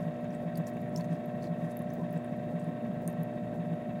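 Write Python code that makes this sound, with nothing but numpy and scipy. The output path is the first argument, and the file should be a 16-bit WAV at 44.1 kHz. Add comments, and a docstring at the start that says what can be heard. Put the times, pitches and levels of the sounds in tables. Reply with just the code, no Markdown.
"""A close, throbbing hum: an electric pottery wheel turns steadily while wet hands centre a lump of clay.
The motor hums and whines; uneven spots in the drive make the frame throb in the same pattern every turn.
The bearings rumble and whirr over faint room hiss. Bubbles in the slip squelch and pop under the palms,
the wheel head thuds as the hands lean in, and clay drags softly on the skin."""
import sys
import numpy as np
from scipy import signal
from scipy.fft import rfft, irfft
from scipy.io import wavfile

SR = 44100
rng = np.random.default_rng(int(sys.argv[2]) if len(sys.argv) > 2 else 0)


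def unload_wav(signal):
    """Save mono or channel-first audio to the path in sys.argv[1] as 16-bit WAV at rate SR, clipped to [-1, 1]."""
    wavfile.write(
        sys.argv[1],
        SR,
        np.round(np.clip(np.atleast_2d(signal).T, -1, 1) * 32767).astype(np.int16),
    )


N = 176400
TIME_S = np.arange(N) / SR
FREQ_HZ = np.fft.rfftfreq(N, 1 / SR)
TURN_S = .5215

# motor hum: mains_multiple, level_db
HUM_HARMONICS = [(2, -50.5), (4, -43), (6, -70.5), (8, -57), (10, -44), (12, -50), (16, -68), (26, -74),
                 (34, -74), (38, -84), (40, -77.5)]
# rotor whine: rotor_multiple, level_db
WHINE_HARMONICS = [(1, -58.5), (2, -50.5), (4, -69)]
# frame throbs within one turn: centre_s, half_length_s, peak_db, pitch_hz
FRAME_THROBS = [(.0247, .015, -32.3, 172), (.0668, .014, -33.5, 168), (.0848, .017, -29.3, 164),
                (.143, .011, -39, 165), (.2405, .009, -33, 170), (.2985, .014, -33, 184),
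                (.3265, .011, -34.5, 152), (.3665, .012, -34, 165), (.3855, .007, -37.5, 190),
                (.407, .009, -38, 175), (.4695, .02, -28.1, 169), (.4985, .011, -38, 170)]
# drive rumble: freq_hz, relative_density_db
RUMBLE_SPECTRUM = [(25, -46), (35, -35), (48, -14), (60, -18.5), (72, -8), (92, -14), (110, -3),
                   (126, -5.5), (140, 1), (190, 1), (220, 3), (255, -5.5), (290, -0.5), (315, -6),
                   (360, -5), (400, -7), (455, -10), (510, -7.5), (580, -5.5), (680, -11), (755, -11.5),
                   (820, -16.5), (1300, -50.5)]
# rumble that repeats each turn: freq_hz, power_share
RUMBLE_REPEATS = [(60, 1), (170, 0), (300, 0.24), (700, 0.08)]
# rough stretches of the drive within one turn: centre_s, half_length_s, gain_db
RUMBLE_SURGES = [(0.082, 0.015, 4), (.24, .012, 3), (.345, .025, 1.5), (0.428, 0.023, 5.5)]
# bearing housing resonances: centre_hz, width_hz, level_db
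HOUSING_MODES = [(894, 67, -68.5), (1076, 150, -62), (1569, 104, -66), (1826, 240, -62.5),
                 (1890, 54, -65.5), (2233, 220, -70), (2643, 220, -69), (3250, 1050, -72.5),
                 (3705, 160, -75.5)]
# room hiss: freq_hz, relative_density_db
HISS_SPECTRUM = [(20, -21), (800, -3), (1300, 20), (2300, 2.5), (3000, 1.5), (4300, 2), (5600, -6.5),
                 (7000, -1), (8300, -8), (9700, -3), (11000, -41), (13000, -29), (16000, -18)]
# slip squeezed out under the palms: centre_s, half_length_s, level_db, centre_pitch_hz
SLIP_SQUELCHES = [(0.02, 0.039, -68.5, 9000), (0.342, .025, -69, 9000), (0.577, .006, -54.5, 12000),
                  (0.68, 0.017, -60, 9500), (0.807, .03, -74, 9900), (0.995, .025, -63.5, 7360),
                  (1.048, 0.01, -64, 9000), (1.134, 0.03, -67, 6400), (1.443, 0.027, -63.5, 5450),
                  (1.64, 0.061, -70.5, 10000), (1.713, 0.014, -65.5, 9800), (1.94, 0.019, -70, 7500),
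                  (2.03, .03, -76, 9000), (2.15, .04, -73, 9800), (2.368, 0.0079, -73, 12900),
                  (2.62, 0.039, -72, 8000), (2.844, 0.017, -90, 14800), (3.107, 0.018, -78, 11200),
                  (3.657, 0.03, -78, 14100)]
# bubbles bursting in the slip: start_s, peak_db, pitch_hz, decay_s
SLIP_POPS = [(.2443, -55, 6800, 0.00057), (0.305, -55.5, 5440, 0.001), (.349, -50.5, 8600, 0.00075),
             (.555, -46.5, 4450, 0.001), (.559, -53, 8600, .0015), (0.5732, -50, 4450, 0.00062),
             (0.574, -47, 10330, 0.00073), (.5755, -42.5, 12900, 0.0013), (.667, -50, 5440, 0.002),
             (.670, -44, 7200, 0.001), (.6792, -57, 11000, .0018), (.6988, -52, 14800, .001),
             (0.769, -49, 2200, 0.0012), (0.8168, -53, 12200, .0007), (.8948, -53, 10400, 0.00026),
             (.9602, -34.5, 5200, .0013), (0.963, -45, 7200, 0.0011), (0.9712, -45, 5670, 0.0039),
             (.9745, -50, 12600, 0.001), (.9836, -54, 11700, 0.00088), (1.008, -46.5, 4040, 0.0016),
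             (1.043, -55, 6260, 0.0012), (1.1283, -58, 8200, 0.0014), (1.2584, -52, 12700, 0.0011),
             (1.4222, -56, 4370, 0.0016), (1.4303, -51, 5760, .0012), (1.4411, -48, 4100, 0.00074),
             (1.47, -53, 4100, .0012), (1.7026, -68, 7200, 0.0019), (1.715, -52.5, 10100, 0.0008),
             (1.7698, -38, 13400, 0.00059), (1.792, -44.5, 11000, 0.00065), (1.8198, -52.5, 10700, 0.0012),
             (1.901, -56, 5600, 0.0025), (1.935, -47.5, 15000, 0.0023), (2.1076, -54.5, 10500, .0008),
             (2.128, -48, 14300, .001), (2.1762, -52.5, 7500, 0.00098), (2.245, -52, 9300, .0009),
             (2.5955, -53.5, 7700, 0.0017), (2.6435, -53, 9100, 0.00063), (3.0212, -54, 14600, 0.00067),
             (3.0767, -31, 8970, 0.00059), (3.0775, -40, 12700, .001), (3.1008, -51, 12200, .001),
             (3.127, -52, 11200, .0008), (3.232, -43.5, 12000, 0.00093), (3.822, -63, 9800, 0.0007)]
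# wheel head thuds: centre_s, half_length_s, peak_db, pitch_hz
HEAD_THUDS = [(.763, 0.0066, -35, 228), (2.838, 0.044, -37, 232.4), (2.9, 0.016, -33.5, 203)]
# clay dragging on skin: centre_s, half_length_s, level_db
CLAY_DRAGS = [(.963, 0.033, -56), (0.996, 0.012, -56), (2.013, 0.018, -54), (2.55, 0.035, -69),
              (3.045, 0.018, -55)]


def amp(db):
    """Decibels to gain."""
    return 10 ** (np.asarray(db) / 20)


def unit_rms(x):
    """Scale to rms 1."""
    return x / np.sqrt(np.mean(x ** 2) + 1e-20)


def curve(points):
    """Interpolate a table over log frequency."""
    hz, value = np.transpose(points)
    return np.interp(np.log(FREQ_HZ + 1), np.log(hz), value)


def filtered(x, gain):
    """Apply one gain per frequency bin."""
    return irfft(rfft(x) * gain, N)


def noise():
    """White noise."""
    return rng.standard_normal(N)


def each_turn(x):
    """Loop the first turn of a signal."""
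    return np.resize(x[:round(TURN_S * SR)], N)


def waver(rate_hz):
    """Slow random motion, rms 1."""
    return unit_rms(filtered(noise(), np.exp(-(FREQ_HZ / rate_hz) ** 2) * (FREQ_HZ > 0)))


def resonance(centre_hz, width_hz):
    """Noise in one steep band, rms 1."""
    return unit_rms(filtered(noise(), 1 / (1 + (2 * (FREQ_HZ - centre_hz) / width_hz) ** 2)))


def swell(centre_s, half_s):
    """Gaussian envelope, peak 1."""
    return np.exp(-np.minimum(((TIME_S - centre_s) / half_s) ** 2, 50))


def harmonics(table, cycles, waver_db, waver_hz):
    """Random-phase partials, each wavering about its rms level."""
    out = np.zeros(N)
    for multiple, db in table:
        peak = np.sqrt(2) * amp(db + waver_db * waver(waver_hz))
        out += peak * np.sin(2 * np.pi * (multiple * cycles + rng.random()))
    return out


def motor(mains_hz=59.99, rotor_hz=328.7, drift_share=.0013):
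    """Steady mains hum and a rotor whine that drifts with the load."""
    hum = harmonics(HUM_HARMONICS, mains_hz * TIME_S, waver_db=.2, waver_hz=7.1)
    rotor_cycles = np.cumsum(rotor_hz * (1 + drift_share * waver(rate_hz=4.8))) / SR
    whine = harmonics(WHINE_HARMONICS, rotor_cycles, waver_db=.6, waver_hz=14)
    return hum + whine


def frame_throbs(spread_db=1):
    """Each uneven spot in the drive swells the frame's low resonance once a turn."""
    out = np.zeros(N)
    for centre_s, half_s, db, hz in FRAME_THROBS:
        turn = np.round((TIME_S - centre_s) / TURN_S).astype(int)
        offset_s = TIME_S - centre_s - turn * TURN_S
        turn_peaks = amp(db + spread_db * rng.standard_normal(12))
        out += turn_peaks[turn] * np.exp(-(offset_s / half_s) ** 2) * np.cos(2 * np.pi * hz * offset_s)
    return out


def bearing_rumble(base_db=-43.5, surge_above_hz=148):
    """Rolling roughness, partly the same each turn, surging at the rough stretches."""
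    share = np.clip(curve(RUMBLE_REPEATS), 0, 1)
    repeating = filtered(each_turn(noise()), np.sqrt(share))
    fresh = filtered(noise(), np.sqrt(1 - share))
    rumble = amp(base_db) * unit_rms(filtered(repeating + fresh, amp(curve(RUMBLE_SPECTRUM))))
    bass = filtered(rumble, 1 / (1 + (FREQ_HZ / surge_above_hz) ** 8))
    surge_db = each_turn(sum(db * swell(centre_s, half_s) for centre_s, half_s, db in RUMBLE_SURGES))
    return bass + amp(surge_db) * (rumble - bass)


def bearing_whirr(flutter_db=2.5):
    """The bearings ring their housing, with the same flutter each turn."""
    flutter = unit_rms(amp(flutter_db * each_turn(waver(rate_hz=34))))
    return flutter * sum(amp(db) * resonance(hz, width_hz) for hz, width_hz, db in HOUSING_MODES)


def room_hiss(level_db=-67):
    """Steady background noise."""
    return amp(level_db) * unit_rms(filtered(noise(), amp(curve(HISS_SPECTRUM))))


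def crackle(rate_per_s, pitch_hz, spread_db=4, decay_cycles=.96):
    """Tiny bubbles of one pitch and uneven strength, each a few cycles long; rms 1."""
    strengths = amp(spread_db * np.minimum(rng.exponential(1, N), 3.5))
    onsets = rng.random(N) < rate_per_s / SR
    cycles = pitch_hz * TIME_S[:SR // 200]
    bubble = np.sin(2 * np.pi * cycles) * cycles * np.exp(-cycles / decay_cycles)
    return unit_rms(signal.oaconvolve(strengths * onsets, bubble)[:N])


def slip_squelches(bands=14, spread_oct=1, bubbles_per_s=3700, strays_per_s=87, stray_db=-83.5):
    """Squeezed slip sheds bubble clouds, each around its own pitch, with stray ticks between."""
    pitches_hz = np.geomspace(3900, 14500, bands)
    envelopes = np.zeros((bands, N))
    for centre_s, half_s, db, centre_hz in SLIP_SQUELCHES:
        offsets_oct = np.log2(pitches_hz / centre_hz)
        weights = unit_rms(np.exp(-(offsets_oct / spread_oct) ** 2 / 2))
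        envelopes += np.outer(weights, amp(db) * swell(centre_s, half_s))
    out = np.zeros(N)
    for hz, envelope in zip(pitches_hz, envelopes):
        out += envelope * crackle(bubbles_per_s / bands, hz)
        out += amp(stray_db) * crackle(strays_per_s / bands, hz)
    return out / np.sqrt(bands)


def slip_pops(glide_per_s=22, jitter_share=.075, jitter_hz=2500, rise_share=.95, spray_gain=.28):
    """Single bubbles burst: a ring of unsteady, rising pitch and a fine spray."""
    out = np.zeros(N)
    age_s = TIME_S[:SR // 50]
    for start_s, db, hz, decay_s in SLIP_POPS:
        jitter_noise, spray_noise = rng.standard_normal((2, len(age_s)))
        jitter = unit_rms(signal.lfilter(*signal.butter(2, jitter_hz, fs=SR), jitter_noise))
        pitch_hz = hz * (1 + glide_per_s * age_s + jitter_share * jitter)
        ring = np.sin(2 * np.pi * np.cumsum(pitch_hz) / SR)
        spray = unit_rms(signal.lfilter(*signal.butter(2, hz / 2, "high", fs=SR), spray_noise))
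        attack = 1 - np.exp(-(age_s / (rise_share * decay_s)) ** 2)
        envelope = attack * np.exp(-age_s / decay_s)
        pop = amp(db) * envelope / envelope.max() * (ring + spray_gain * spray)
        start = round(start_s * SR)
        out[start:start + len(pop)] += pop[:N - start]
    return out


def head_thuds():
    """The wheel head thuds as the hands lean on the clay."""
    return sum(amp(db) * swell(centre_s, half_s) * np.cos(2 * np.pi * hz * (TIME_S - centre_s))
               for centre_s, half_s, db, hz in HEAD_THUDS)


def clay_drags():
    """Clay rubs on skin: brief swells of narrow-band noise."""
    envelope = sum(amp(db) * swell(centre_s, half_s) for centre_s, half_s, db in CLAY_DRAGS)
    return envelope * resonance(centre_hz=1000, width_hz=51)


def reflections(x, level_db=-11, t60_s=.081):
    """Add short reflections from the splash pan and the studio."""
    tail = (noise() * amp(-60 * TIME_S / t60_s))[:SR // 2]
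    return x + amp(level_db) * signal.fftconvolve(x, tail / np.linalg.norm(tail))[:N]


def scene():
    """Wheel, room hiss and hands on wet clay; mono."""
    wheel = motor() + frame_throbs() + bearing_rumble() + bearing_whirr()
    hiss = room_hiss()
    hands = slip_squelches() + slip_pops() + clay_drags()
    return (wheel + hiss + reflections(hands) + head_thuds())[None]


def record(dry):
    """Steep low-pass."""
    cutoff_hz = 16000
    taps = signal.firwin(511, cutoff_hz, window=("kaiser", 9), fs=SR)
    return signal.oaconvolve(dry, taps[None], "same")


dry = scene()
out = record(dry)
unload_wav(out)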